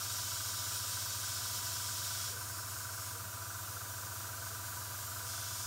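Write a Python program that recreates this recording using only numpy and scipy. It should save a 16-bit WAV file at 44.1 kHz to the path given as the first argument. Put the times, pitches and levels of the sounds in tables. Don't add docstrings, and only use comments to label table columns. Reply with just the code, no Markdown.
import sys
import numpy as np
from scipy import signal
from scipy.fft import rfft, irfft
from scipy.io import wavfile
from scipy.ndimage import uniform_filter1d

SR = 44100
rng = np.random.default_rng(int(sys.argv[2]) if len(sys.argv) > 2 else 0)


def wav_out(sig):
    wavfile.write(sys.argv[1], SR, np.round(np.clip(np.atleast_2d(sig).T, -1, 1) * 32767).astype(np.int16))


N = 249606
T = np.arange(N) / SR

# f/Hz, relative density/dB
PLATE_SPECTRUM = [(1700, -13.5), (2400, -11.5), (3000, -8.5), (4200, -7), (4800, -4), (5350, -0.5),
                  (6300, -3), (7000, -1.5), (8600, -4), (9800, -6), (11100, -9), (12400, -5.5), (15700, -8)]
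RIM_SPECTRUM = [(1700, -13), (2700, -9), (4300, -5), (5300, -1.5), (7000, -0.5), (8700, -1.5),
                (10000, -4.5), (11000, -6.5), (12400, -3.5), (15700, -4.5)]
HOLES_SPECTRUM = [(1700, -11.5), (2700, -10), (4400, -5), (5500, -1.5), (7000, -2), (9000, -2), (10000, -4),
                  (11000, -7.5), (12000, -2.5), (14600, -5), (15700, -3.5)]
EDGE_SPECTRUM = [(1700, -17), (3000, -8.5), (4300, -5.5), (5300, -4.5), (7000, -2.5), (9000, -6),
                 (11000, -8.5), (12400, -6.5), (15700, -8.5)]
# f/Hz, bandwidth/Hz, relative gain/dB
PLATE_MODES = [(3036, 77, -9), (3330, 69, -4.5), (3535, 31, -14), (3680, 18, -1), (3837, 50, -2.5),
               (4014, 21, 0), (4250, 31, -5), (4500, 14, 2), (4640, 23, 0.5), (5070, 20, 3),
               (5250, 170, -0.5), (5740, 86, -1.5), (6060, 47, 1.5), (6450, 34, -2.5), (6920, 62, 1),
               (7730, 64, -7), (7780, 53, -9), (8200, 31, -2.5), (8600, 60, -1), (8840, 66, -5.5)]
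RIM_MODES = [(5260, 78, -3), (6550, 32, -2), (6860, 82, -1), (8500, 53, -8), (8840, 110, -2.5),
             (10300, 100, -5.5), (10800, 48, -8), (12600, 74, -10), (13100, 120, -8), (14300, 110, -12)]
HOLES_MODES = [(5800, 46, 1), (6350, 52, -1), (6830, 150, -1), (7300, 47, 2), (8320, 41, 1),
               (11300, 42, -7), (12300, 64, -5), (13000, 160, -6), (14300, 68, -1), (14800, 200, -5)]
EDGE_MODES = [(3480, 30, 0), (4880, 27, 3), (5200, 38, 5), (5540, 34, 2), (5800, 78, 0), (6100, 29, -2),
              (6740, 210, -4.5), (7170, 92, -6), (8710, 29, 1), (9080, 56, -0.5)]
# midpoint t/s, duration/s
SURFACE_CROSSINGS = [(2.32, 0.068), (3.14, 0.13), (5.27, .06)]
# t/s after the stroke, relative level/dB
VALVE_SLAPS = [(0, 0), (.006, -5), (.0225, -8)]
# f/Hz, bandwidth/Hz, relative gain/dB
HOUSING_MODES = [(689.4, 33, -10.5), (957.7, 18, -3.5), (975.4, 24.7, 1.5), (1073, 27, -4),
                 (1170, 6.7, -12.5), (1194, 58, -9.5), (1322, 66, -3.5), (1350, 63, -1.5), (1513, 53, 0),
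                 (1615, 33, -3.5), (1641, 38, -5.5)]
# f/Hz, relative density/dB
OUTLET_SPECTRUM = [(880, -23), (980, 2), (1100, -24), (1200, -5), (1270, -10.5), (1350, 6), (1450, -11.5),
                   (1520, 3), (1620, -6.5), (1740, -17.5)]
# centre t/s, f/Hz, greatest rms level/dB, 1/e half-length/s
STEPPER_BLIPS = [(2.35, 470, -59, 0.067), (3.17, 453, -60, .035), (3.26, 175, -60.5, 0.038),
                 (3.76, 460, -64, 0.032), (4.55, 460, -65, .06), (5.25, 481, -63, 0.045)]
# f/Hz, relative level/dB
HUM_LINES = [(45.82, -81), (68.74, -70), (77.04, -75.5), (85.71, -59.3), (99.95, -51.5), (114.56, -59.7),
             (122.86, -62.2)]
# f/Hz, relative level/dB
WHINE_LINES = [(160.4, -73.5), (177.4, -75.5), (200, -73.5), (229, -80), (252, -74), (275, -71.5),
               (321, -72), (343.7, -72.5), (502, -75.5), (596.5, -75.5), (641.5, -75), (664.4, -64.5),
               (780, -75), (823, -75)]
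# f/Hz, relative density/dB
FAN_SPECTRUM = [(20, -12), (55, -17), (90, 6), (135, -7), (170, 1.5), (220, -1.5), (400, -1), (700, 3),
                (860, -1), (1400, 4.5), (1900, -6), (3000, -6.5)]
# f/Hz, relative level/dB
GRILLE_TONES = [(1146, -65), (1171, -63.5), (1200, -60.5), (1212, -62)]

PLATE_DB, RIM_DB, HOLES_DB, EDGE_DB = -39.5, -43.5, -45.5, -41.5
HEAD_START_S, HEAD_M_PER_S, SOUND_M_PER_S = 2.45, .0086, 343
PUMP_HZ, FIRST_STROKE_S = 22.912, .0078


def nozzle(flutter_db, rise_db_per_s):
    plate, rim, holes, edge = np.sqrt(surface_shares())
    nearing_edge_db = rise_db_per_s * (T - SURFACE_CROSSINGS[1][0])
    on_plate = plate * from_db(PLATE_DB) * jet(PLATE_SPECTRUM, PLATE_MODES, ring_db=-5.0)
    on_rim = rim * from_db(RIM_DB) * jet(RIM_SPECTRUM, RIM_MODES, ring_db=-8.5)
    holes_gain = holes * from_db(HOLES_DB + nearing_edge_db)
    over_holes = holes_gain * jet(HOLES_SPECTRUM, HOLES_MODES, ring_db=-8.0)
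    on_edge = edge * from_db(EDGE_DB) * jet(EDGE_SPECTRUM, EDGE_MODES, ring_db=-6)
    return (on_plate + on_rim + over_holes + on_edge) * from_db(flutter_db * drift(24.8))


def jet(spectrum, modes, ring_db):
    rush = cabinet(coloured_noise(spectrum), echo_db=-1.5, spread_s=.036, count=40)
    ringing = resonate(rng.standard_normal(N), modes)
    return rms_one(rush + from_db(ring_db) * ringing)


def surface_shares():
    passed = [np.clip(.5 + (T - mid_s) / takes_s, 0, 1) for mid_s, takes_s in SURFACE_CROSSINGS]
    return np.maximum(-np.diff([np.ones(N), *passed, np.zeros(N)], axis=0), 0)


def cabinet(x, echo_db, spread_s, count):
    travel_m = HEAD_M_PER_S * np.maximum(T - HEAD_START_S, 0)
    fine = signal.resample_poly(x, 4, 1)
    echoes = np.zeros(N)
    for late, slant, sign in rng.uniform(-1, 1, (count, 3)):
        delay_s = .002 + spread_s * abs(late) + slant * travel_m / SOUND_M_PER_S
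        read = np.round((T - delay_s) * SR * 4).astype(int) % len(fine)
        echoes += np.sign(sign) * np.exp(-abs(late)) * fine[read]
    return rms_one(x + from_db(echo_db) * rms_one(echoes))


def pump_valves(level_db, leak_db, uneven_db, jitter_s):
    strokes_s = FIRST_STROKE_S + np.arange(int(N / SR * PUMP_HZ) + 1) / PUMP_HZ
    slaps = np.zeros(N)
    for after_s, db in VALVE_SLAPS:
        late, strength = rng.standard_normal((len(strokes_s), 2)).T
        at = np.round((strokes_s + after_s + jitter_s * late) * SR).astype(int)
        heard = (at >= 0) & (at < N)
        slaps[at[heard]] += from_db(db + uneven_db * strength[heard])
    leak = from_db(leak_db) * rng.standard_normal(N)
    housing = resonate(rms_one(slaps) + leak, HOUSING_MODES)
    muffle = signal.butter(4, [550, 1750], "band", fs=SR, output="sos")
    return from_db(level_db) * rms_one(signal.sosfilt(muffle, housing))


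def pump_outlet(level_db, peak_s, half_length_s):
    flow = coloured_noise(OUTLET_SPECTRUM)
    power = uniform_filter1d(flow ** 2, int(.013 * SR))
    even_flow = flow / np.sqrt(power + 1e-12)
    since_stroke_s = (T - FIRST_STROKE_S) % (1 / PUMP_HZ)
    envelope = np.exp(-((since_stroke_s - peak_s) / half_length_s) ** 2)
    return from_db(level_db) * rms_one(even_flow * envelope)


def steppers(jitter_s, sag_per_s):
    blips = np.zeros(N)
    uneven_s = jitter_s * drift(90)
    for centre_s, hz, db, half_s in STEPPER_BLIPS:
        t = T - centre_s
        cycles = hz * (t - sag_per_s * t ** 2 / 2 + uneven_s)
        blips += from_db(db) * np.exp(-(t / half_s) ** 2) * np.sin(2 * np.pi * cycles)
    return np.sqrt(2) * blips


def motors(hum_db, whine_db, in_phase_s):
    hum = sum(from_db(db) * np.cos(2 * np.pi * hz * (T - in_phase_s)) for hz, db in HUM_LINES)
    whine = sum(from_db(db) * np.cos(2 * np.pi * (hz * T + rng.random()) + .25 * drift(4))
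                for hz, db in WHINE_LINES)
    return np.sqrt(2) * (from_db(hum_db) * hum + from_db(whine_db) * whine)


def fans(level_db, gust_db, grille_db, waver_rad):
    rush = coloured_noise(FAN_SPECTRUM) * from_db(level_db + gust_db * drift(4.8))
    song = sum(from_db(db) * np.sin(2 * np.pi * hz * T + waver_rad * drift(9))
               for hz, db in GRILLE_TONES)
    return rush + from_db(grille_db) * np.sqrt(2) * song


def resonate(x, modes):
    response = np.zeros(N)
    for k, (hz, width_hz, db) in enumerate(modes):
        radius = np.exp(-np.pi * width_hz / SR)
        poles = [1, -2 * radius * np.cos(2 * np.pi * hz / SR), radius ** 2]
        gain = (-1) ** k * from_db(db) * (1 - radius ** 2) / 2
        response += gain * signal.lfilter([1, 0, -1], poles, x)
    return rms_one(response)


def coloured_noise(spectrum):
    hz, db = np.transpose(spectrum)
    octave = np.log2(np.maximum(np.arange(N // 2 + 1) * SR / N, 1))
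    octaves_outside = np.abs(octave - np.clip(octave, np.log2(hz[0]), np.log2(hz[-1])))
    gain = from_db(np.interp(octave, np.log2(hz), db) - 20 * octaves_outside)
    return rms_one(irfft(rfft(rng.standard_normal(N)) * gain, N))


def drift(rate_hz):
    knots = rng.standard_normal(size=1000)
    return rms_one(np.interp(T * rate_hz, np.arange(len(knots)), knots))


def from_db(db):
    return 10 ** (np.asarray(db) / 20)


def rms_one(x):
    return x / np.sqrt(np.mean(x ** 2) + 1e-20)


def scene():
    hiss = nozzle(flutter_db=0.4, rise_db_per_s=0.85)
    chatter = pump_valves(level_db=-53.0, leak_db=-6.5, uneven_db=-0.2, jitter_s=.00008)
    puffs = pump_outlet(level_db=-54.5, peak_s=0.011, half_length_s=0.014)
    hum = motors(hum_db=0.07, whine_db=-2.0, in_phase_s=.82)
    rush = fans(level_db=-55.5, gust_db=0.43, grille_db=-1.4, waver_rad=1.34)
    blips = steppers(jitter_s=0.00065, sag_per_s=0.41)
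    return np.tile(hiss + chatter + puffs + blips + hum + rush, (2, 1))


def record(dry):
    return signal.sosfilt(signal.ellip(12, .1, 80, 15700, fs=SR, output="sos"), dry)


dry = scene()
out = record(dry)
wav_out(out)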